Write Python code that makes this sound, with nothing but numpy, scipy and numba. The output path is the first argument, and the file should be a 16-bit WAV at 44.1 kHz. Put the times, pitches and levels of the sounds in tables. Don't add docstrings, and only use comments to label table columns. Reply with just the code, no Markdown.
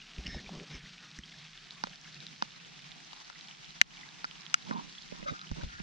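import sys
import numpy as np
from scipy import signal
from scipy.fft import rfft, irfft, next_fast_len
from scipy.io import wavfile
from scipy.ndimage import uniform_filter1d
from numba import njit

SR = 44100
rng = np.random.default_rng(int(sys.argv[2]) if len(sys.argv) > 2 else 0)


def output_pcm(signal):
    pcm = np.clip(np.atleast_2d(signal).T, -1, 1) * 32767
    wavfile.write(sys.argv[1], SR, np.round(pcm).astype(np.int16))


N = 256662

# nominal_hz, level_db, t60_s, left_minus_right_db, left_lead_rad
CASE_MODES = [(422.5, 7, 0.022, -6, 3.5), (578, 7.5, 0.041, -3.5, 3), (740, 0.5, 0.014, -3.5, 4),
              (958, 11.5, 0.0088, -1, 4), (1272, 6, 0.016, 2.5, 3.5), (1448, 8.5, 0.017, 1, 3.5),
              (1840, 7.5, 0.0083, 1, 4), (2110, -0.5, 0.013, 9.5, 4.5), (2410, 5, 0.018, -2.5, 2.5),
              (2910, 5.5, 0.013, 3.5, 1.5), (3774, 2.5, 0.0078, 0, 0.8), (4560, -1, 0.0082, -7, 1),
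              (5290, 3, 0.011, -2.5, 2), (6064, 14, 0.0056, 8, -1.33), (7750, 13, 0.0039, 7, 1)]
LOW_LEFT_GAIN = -0.28


def undb(db):
    return 10 ** (np.asarray(db) / 20)


def level(x, rms_db=0):
    return x * undb(rms_db) / np.sqrt(np.mean(x ** 2))


def band(x, hz, width_hz):
    return signal.lfilter(*signal.iirpeak(hz, hz / width_hz, fs=SR), x)


def cut(x, hz, kind, order=2):
    return signal.sosfilt(signal.butter(order, hz, kind, fs=SR, output="sos"), x)


def walk(rate_hz):
    hold = int(SR / rate_hz)
    steps = np.repeat(rng.standard_normal(N // hold + 1), hold)
    return 1.65 * uniform_filter1d(uniform_filter1d(steps, hold), hold)[:N]


@njit
def rings(s, hz, t60_s, glide, left, right, n):
    out = np.zeros((2, n))
    for k in range(len(s)):
        i, z = int(s[k] * SR), 1 + 0j
        fade, turn = np.exp(-np.log(1000) / (t60_s[k] * SR)), 2 * np.pi * hz[k] / SR
        while i < n and abs(z) > .002:
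            out[0, i] += left[k] * z.imag
            out[1, i] += right[k] * z.imag
            z *= fade * np.exp(1j * turn)
            turn *= glide[k]
            i += 1
    return out


def ports(modes):
    _, _, _, pan_db, lead_rad = np.transpose(CASE_MODES)
    left = undb(pan_db / 2) * np.exp(1j * lead_rad) @ modes
    right = undb(-pan_db / 2) @ modes
    return np.array([left, right]).imag


def stirred(hz, centre_hz, above_oct, below_oct):
    octaves = np.log2(hz / centre_hz)
    return np.exp(-.5 * (octaves / np.where(octaves < 0, below_oct, above_oct)) ** 2)


def touch(start_s, hold_s, rise_db_s, fall_db_s):
    t = np.arange(N) / SR - start_s[:, None]
    rise_db = rise_db_s * t
    fall_db = fall_db_s * (hold_s[:, None] - t)
    return undb(np.minimum(0, np.minimum(rise_db, fall_db)).clip(-120))


def hiss(colour, rms_db, swell_db):
    size = next_fast_len(N, real=True)
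    hz = np.fft.rfftfreq(size, 1 / SR)[1:]
    colour_hz, colour_db = np.transpose(colour)
    shape = undb(np.interp(np.log(hz), np.log(colour_hz), colour_db))
    noise = rfft(rng.standard_normal(size))[1:] * shape
    out = 0
    for centre_oct in np.arange(4.5, 14.5, .5):
        share = np.clip(1 - 2 * abs(np.log2(hz) - centre_oct), 0, 1)
        flicker_db = (2.14 if centre_oct < 10.2 else 1.0) * walk(13)
        out = out + irfft(np.append(0, noise * share), size)[:N] * undb(flicker_db)
    return level(out * undb(swell_db), rms_db)


def far_rain():
    # hz, relative_db_per_hz
    mid_colour = [(18, -42), (30, -1.5), (86, -24), (131, -9.5), (161, 0), (554, -20), (740, -12.5),
                  (962, -14.5), (1500, -10), (3580, -7.5), (5900, -13), (7670, -26.5), (8980, -37),
                  (12300, -47.5), (16000, -61)]
    side_colour = [(18, -44.5), (30, -14.5), (95, -15), (141, -1.5), (184, -3), (554, -17), (844, -7),
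                   (962, -11), (2230, -10.5), (3400, -14), (5900, -11.5), (7670, -22), (9710, -38.5),
                   (12300, -45.5), (16000, -64)]
    swell_db = .4 * walk(1.2) + 1.29 * walk(70)
    mid = hiss(mid_colour, -55, swell_db)
    side = hiss(side_colour, -55.5, swell_db)
    return mid + np.outer([1, -1], side)


def hum(centre_hz=154.6, width_hz=43, left_gain=0.45, waver_db=2.5):
    # time_s, level_db
    hum_levels = [(0, -69.5), (.5, -58), (.95, -58.5), (1.15, -51), (1.35, -54.5), (1.6, -69), (2.2, -55),
                  (2.55, -64.5), (2.9, -59), (3.3, -68), (4.1, -62), (4.6, -66.5), (5.1, -69), (5.48, -49),
                  (5.82, -61)]
    tone = level(band(band(rng.standard_normal(N), centre_hz, width_hz), centre_hz, width_hz))
    slow_db = np.interp(np.arange(N) / SR, *np.transpose(hum_levels))
    return np.outer([left_gain, 1], tone * undb(slow_db + waver_db * walk(6)))


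def patter(count, floor_db, scatter_db, hz, spread_oct, cycles):
    moment, nearness = rng.random((count, 2)).T
    pitch_draw, ring_draw, pan_draw = rng.standard_normal((count, 3)).T
    size = undb(floor_db - scatter_db * np.log(nearness).clip(-2.2, 0))
    pitch_hz = hz * 2 ** (spread_oct * pitch_draw)
    t60_s = cycles * 2 ** (1.01 * ring_draw) / pitch_hz
    pan = undb(2.2 * pan_draw - 2.0)
    return rings(moment * N / SR, pitch_hz, t60_s, np.ones(count), size * pan, size / pan, N)


def drops(table, t60_s, rise_per_s, splash_db):
    s, db, hz, pan_db = np.transpose(table)
    left, right = undb(db + pan_db / 2), undb(db - pan_db / 2)
    steady = np.ones(len(s))
    glide, t60_s = (1 + rise_per_s / SR) * steady, t60_s * steady
    slow = rings(s, hz, t60_s, glide, left, right, N)
    fast = rings(s, hz, t60_s / 8, glide, left, right, N)
    splash = rings(s, 1.07 * hz, 0.0021 * steady, steady, left, right, N)
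    return 0.63 * (slow - fast) + undb(splash_db) * splash


def near_drops():
    # start_s, nominal_level_db, pitch_hz, left_minus_right_db
    drop_table = [(0.1353, -41, 2840, 0.0), (0.1833, -37, 2600, 0.0), (.2124, -47, 2700, 0),
                  (0.2377, -41, 2490, -1), (.3197, -46, 2120, 0), (.4449, -42, 2620, 0),
                  (0.599, -36, 2410, 0.0), (.632, -42, 5400, 0), (.7527, -40, 5170, 0),
                  (.766, -44, 2640, 0), (.7996, -47, 2520, 0), (0.9814, -41.5, 2600, 0.0),
                  (1.055, -47.5, 2830, 2), (1.1643, -42, 4580, -0.5), (1.2735, -51, 3670, -1),
                  (1.323, -39, 2210, 0), (1.4511, -42, 2670, -1), (1.4641, -40.5, 3250, -1.0),
                  (1.5753, -38.5, 3600, 0.5), (1.6417, -43, 4350, -1), (1.708, -31.5, 3970, -1),
                  (1.7564, -43.5, 3630, -1), (1.8956, -39.5, 4270, -0.5), (1.933, -38.5, 2880, 4),
                  (1.9579, -38, 4490, 1.0), (2.0138, -41.5, 5740, 0), (2.0448, -41, 2900, -1),
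                  (2.128, -41.5, 3700, 0), (2.145, -37, 4300, -0.5), (2.204, -35.5, 3910, 0.0),
                  (2.267, -30, 3900, -0.5), (2.5067, -40, 3670, -2.5), (2.5205, -43, 2990, -6),
                  (2.5381, -48.5, 3600, 0), (2.6484, -41.5, 3040, 0), (2.7641, -49, 2840, -8),
                  (2.7921, -42, 2860, -4.5), (2.9176, -37, 3680, -6), (3.045, -53, 3550, -2),
                  (3.1635, -45, 3860, -2), (3.2022, -43.5, 4780, -7), (3.3832, -42.5, 4920, -3),
                  (3.4103, -36.5, 3930, -5), (3.473, -40, 4360, 1), (3.485, -36.5, 3500, -3),
                  (3.5117, -36.5, 3100, -1.0), (3.6451, -37, 3410, -1), (3.7062, -39, 4020, -6),
                  (3.9709, -37.5, 3000, -1.0), (4.0113, -38, 3570, -1.5), (4.0895, -38, 3900, -2.5),
                  (4.2083, -44, 3750, -3), (4.312, -35, 3120, -9), (4.409, -42, 5170, -12),
                  (4.4544, -41, 3970, -8), (4.465, -33, 3290, -9.5), (4.4997, -38.5, 4240, -1),
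                  (4.6857, -41.5, 4080, -4), (4.7361, -39.5, 3900, -1), (4.9257, -40, 4600, -1),
                  (4.9514, -38.5, 3370, -2.0), (5.022, -39, 4520, -9), (5.1632, -43, 3620, 3),
                  (5.3932, -36, 3410, 0.0), (5.4148, -33, 3980, -1.5), (5.4929, -39, 3310, -1),
                  (5.611, -41, 4000, -1), (5.62, -42.5, 4020, 1), (5.7044, -43, 3920, 6.5),
                  (5.796, -42, 4940, 1)]
    return drops(drop_table, t60_s=0.01, rise_per_s=0, splash_db=4.5)


def grip(shake_db=1.5):
    # start_s, hold_s, rumble_db, drone_db
    press_table = [(0.182, 0.021, -48, -50), (0.259, 0.035, -47, -49), (0.316, 0.023, -48, -55.5),
                   (0.362, 0.0094, -53, -42.5), (0.392, 0.028, -64, -55), (0.44, 0.031, -62, -54.5),
                   (0.503, 0.038, -71, -48.5), (0.574, 0.02, -52, -47.5), (0.611, .012, -64, -50.5),
                   (0.713, 0.012, -53.5, -54), (0.743, 0.037, -51.5, -53), (0.835, 0.012, -53, -60.5),
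                   (1.191, 0.0075, -51, -55.5), (4.657, .008, -75, -53.5), (4.693, .018, -72, -44.5),
                   (4.74, 0.02, -66, -43.5), (4.787, 0.011, -75, -52.5), (4.807, 0.076, -73, -61.5),
                   (5.124, 0.0286, -66, -57), (5.195, 0.092, -62, -58), (5.314, 0.015, -51, -46.5),
                   (5.516, 0.0088, -38.5, -59), (5.574, 0.03, -56.5, -51), (5.635, 0.0123, -39, -53),
                   (5.743, 0.025, -57, -80), (5.79, .03, -59, -55)]
    start_s, hold_s, rumble_db, drone_db = np.transpose(press_table)
    press = touch(start_s, hold_s, rise_db_s=895.5, fall_db_s=640)
    shake = rng.standard_normal(N) * undb(shake_db * walk(40))
    drone = level(cut(band(band(shake, 157.7, 72), 160, 324), 162, "high", order=4))
    drone = drone * 2 / (1 + LOW_LEFT_GAIN)
    mid, side = level(band(band(rng.standard_normal((2, N)), 35, 79), 35, 79))
    rumble = mid + 0.89 * np.outer([1, -1], side)
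    drone_gain = undb(drone_db) @ press
    rumble_gain = undb(rumble_db) @ press ** 2
    return drone_gain * np.outer([LOW_LEFT_GAIN, 1], drone) + rumble_gain * rumble


def jolts(cycles=7.23):
    # start_s, level_db, pitch_hz
    jolt_table = [(0.185, -30, 57), (0.281, -38, 45), (.352, -34.5, 65.2), (.468, -47, 50),
                  (1.188, -44, 61), (5.516, -47, 61), (5.545, -48, 45), (5.666, -37, 51)]
    s, db, hz = np.transpose(jolt_table)
    return rings(s, hz, cycles / hz, 1 + 0 * s, undb(db), undb(db), N)


def rubs(slip_db=1.5, blur=2.7):
    # start_s, hold_s, level_db, centre_hz, spread_oct (above the centre; narrower below)
    rub_table = [(0.254, 0.14, -44.5, 1884, 0.13), (0.26, 0.006, -46, 2800, 0.12),
                 (0.319, 0.044, -53, 3800, .15), (0.281, 0.084, -47, 5100, 0.098),
                 (0.534, 0.04, -44, 510, 0.59), (0.6, 0.043, -47, 450, 0.5),
                 (0.71, 0.0375, -48, 2050, 0.332), (0.712, 0.06, -52, 5200, 0.1),
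                 (0.754, 0.06, -54, 1800, 0.43), (0.998, 0.07, -48, 1300, 0.43),
                 (4.667, 0.022, -53, 960, .15), (4.722, 0.038, -44, 980, .12),
                 (4.768, 0.027, -42.5, 980, 0.12), (4.806, 0.0095, -53, 960, .12),
                 (5.136, 0.102, -54.5, 1090, 0.43), (5.266, 0.036, -40.5, 580, .1),
                 (5.272, 0.026, -34.5, 1250, 0.17), (5.278, 0.019, -47, 2130, 0.2),
                 (5.277, 0.03, -50.5, 3900, 0.29), (5.336, 0.11, -49, 1290, 0.27),
                 (5.564, 0.058, -47.5, 600, 1.77), (5.694, 0.15, -50, 1550, 0.16)]
    start_s, hold_s, db, centre_hz, spread_oct = np.transpose(rub_table)
    skin = rng.standard_normal(next_fast_len(N))
    skin[:N] *= undb(slip_db * walk(250))
    skin = signal.hilbert(skin)[:N]
    shares = np.array([undb(mode_db) * stirred(hz, centre_hz, spread_oct, 0.455 * spread_oct)
                       for hz, mode_db, *_ in CASE_MODES])
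    contact = touch(start_s, hold_s, rise_db_s=1300, fall_db_s=1000)
    gains = shares / np.linalg.norm(shares, axis=0) * undb(db) @ contact
    modes = np.array([band(band(skin, hz, blur / t60_s), hz, blur / t60_s) for hz, _, t60_s, *_ in CASE_MODES])
    return ports(gains * modes / modes.real.std(axis=1, keepdims=True))


def taps(crack_damp=1.17, grit_db=-12, grit_t60_s=0.022, rise_s=.0002, detune=.008, thud_hz=196, thud_s=0.0025):
    # level_db, centre_hz, above_oct, below_oct, left_minus_right_db, then thud_db
    tap_table = [(0.2634, -29, 2375, 0.23, 0.22, 6, -35, 4690, 0.15, .07, -4, -60),
                 (0.2676, -27.5, 2760, 0.12, 0.13, 5, -28, 5300, 0.079, .06, -3, -62),
                 (0.2773, -42, 2400, .4, 0.154, 2, -35, 5100, 0.1, .12, -10, -39.5),
                 (.345, -30.5, 670, 0.3, 0.126, -2.5, -42, 3800, .5, .2, 0, -44),
                 (.492, -31.5, 740, 0.08, .04, -3, -55, 3800, .5, .2, -3, -59),
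                 (.552, -35, 600, 0.28, .11, -1, -36.5, 4600, 0.23, 0.19, 2, -29.5),
                 (1.188, -30.5, 1760, 0.17, .08, 3, -33.5, 5950, 0.52, .2, -11, -30),
                 (1.8376, -15, 903, 0.69, .25, -0.5, -27, 4170, 0.33, 0.223, -18.5, -27),
                 (1.87, -30.5, 800, 1.4, 0.68, 0, -42, 3800, .5, .2, -2, -62),
                 (2.423, -14, 900, 0.71, 0.304, 0.5, -22, 4010, 0.35, 0.29, -10, -27),
                 (3.131, -42, 905, 0.37, .15, 12, -33.5, 3270, 0.42, .16, -3, -54),
                 (3.299, -35, 855, 0.73, 0.314, 7.5, -37, 3800, 0.38, .18, 0, -59),
                 (3.8142, -4.5, 1814, 0.2, 0.19, 4, -1.5, 3900, 0.61, 0.83, 1, -33),
                 (4.243, -21.5, 1220, 0.615, 0.324, -2.5, -30.5, 4400, 0.153, .06, 1, -41),
                 (4.25, -31, 1380, 0.24, 0.12, 1, -33, 4450, 0.3, .13, -6, -42),
                 (4.5417, -10.5, 1440, 0.28, 0.28, 0.5, -7.5, 2400, 4.0, 0.11, 1, -46),
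                 (4.710, -23, 1800, 0.22, 1.1, -1.5, -45, 5300, .1, .15, -8, -20),
                 (5.122, -33.5, 440, 0.71, .3, -2, -45, 2100, .3, 0.127, -3, -29),
                 (5.227, -40, 502, 0.38, 0.17, -1.5, -40, 2000, 0.25, .1, 3, -30.5),
                 (5.317, -45, 449, .4, .15, -4, -48, 3800, .5, .2, 2, -35),
                 (5.514, -33, 810, 0.88, 0.32, 0, -36.5, 3800, 0.62, .2, -3, -24),
                 (5.634, -32.5, 700, 1.22, .54, -0.5, -39, 3800, 0.33, .17, 0, -29),
                 (5.668, -52, 450, .4, .15, 7, -55, 3800, .5, .2, 0, -40),
                 (5.8, -40.5, 754, 0.44, .17, 4, -39, 2090, .5, .2, 4, -27)]
    hz, mode_db, t60_s = np.transpose(CASE_MODES)[:3]
    out, t = np.zeros((2, N)), np.arange(2048) / SR
    thud = np.sin(2 * np.pi * thud_hz * t) * t / thud_s * np.exp(1 - t / thud_s)
    onset = (1 - np.exp(-t / rise_s)) ** 2
    sense = (-1) ** np.arange(len(hz))
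    for s, *contact, thud_db in tap_table:
        ring, crack = contact[:5], contact[5:]
        gain_draw_db, pitch_draw = rng.standard_normal((2, len(hz)))
        grit = band(rng.standard_normal((2, len(t))) * 1000 ** (-t / grit_t60_s), 3300, 7400)
        swing = np.exp(2j * np.pi * np.outer(hz * (1 + detune * pitch_draw), t)) * onset
        blow = undb(thud_db) * np.outer([LOW_LEFT_GAIN, 1], thud) + undb(crack[0] + grit_db) * grit
        for (db, *place, pan_db), damp in ((ring, 1), (crack, crack_damp)):
            gain = sense * undb(mode_db + gain_draw_db) * stirred(hz, *place)
            part = ports(gain[:, None] * swing * 1000 ** -np.outer(damp / t60_s, t))
            part_db = db + np.array([[pan_db], [-pan_db]]) / 2
            blow += part / abs(part).max(axis=1).mean() * undb(part_db)
        i = int(s * SR)
        out[:, i:i + len(t)] += blow[:, :N - i]
    return out


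def bubbles():
    # start_s, nominal_level_db, start_pitch_hz, left_minus_right_db
    bubble_table = [(0.462, -34.5, 2336, 0.0), (0.8589, -37, 1940, 0.0), (1.2356, -35, 3130, -10),
                    (2.076, -39.5, 1620, 9), (2.1655, -39, 2644, 0), (2.283, -37, 3500, -2),
                    (3.9762, -38, 2250, 2), (4.0327, -33.5, 1965, -3), (4.084, -42.5, 1605, -15),
                    (4.9817, -33, 3300, -6), (5.47, -38, 2970, -6), (5.612, -33, 1508, -2),
                    (5.784, -37.5, 1600, -2)]
    return drops(bubble_table, t60_s=0.033, rise_per_s=7.5, splash_db=-2.5)


def scene():
    water = patter(count=1600, floor_db=-54.5, scatter_db=5.5, hz=3600, spread_oct=0.51, cycles=10.5)
    rock = patter(count=3200, floor_db=-48.5, scatter_db=5.5, hz=3870, spread_oct=0.45, cycles=2.3)
    ticks = water + rock + near_drops() + bubbles()
    near = cut(ticks, 1730, "high") + grip() + jolts() + rubs() + cut(taps(), 182, "high")
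    return far_rain() + hum() + cut(near, 6820, "low", order=5)


@njit
def follow(x, hold, release):
    e, wait, out = 0., 0., np.empty(len(x))
    for i in range(len(x)):
        if x[i] > e:
            e, wait = x[i], hold
        elif wait > 0:
            wait -= 1
        else:
            e *= release
        out[i] = e
    return out


def record(dry):
    open_s, open_tau_s, overload = 1.1, 0.71, 0.45
    duck_hz, duck_top_db, duck_hold_s, duck_release_s = 392, -8, 0.041, 0.062
    t = np.arange(N) / SR
    width = 1 - np.exp(-np.clip(t - open_s, 0, None) / open_tau_s)
    mid, side = (dry[0] + dry[1]) / 2, (dry[0] - dry[1]) / 2
    wide = mid + np.outer([1, -1], width * side)
    wide = np.tanh(overload * wide) / overload
    bass = cut(wide, duck_hz, "low", order=1)
    peak = follow(abs(wide).max(axis=0), duck_hold_s * SR, np.exp(-1 / (duck_release_s * SR)))
    gain = np.minimum(1, undb(duck_top_db) / (peak + 1e-9))
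    late_gain = signal.lfilter([.01], [1, -.99], gain - 1) + 1
    out = np.clip(bass + late_gain * (wide - bass), -1, 1)
    return signal.sosfilt(signal.ellip(12, .2, 100, 16300, fs=SR, output="sos"), out)


dry = scene()
out = record(dry)
output_pcm(out)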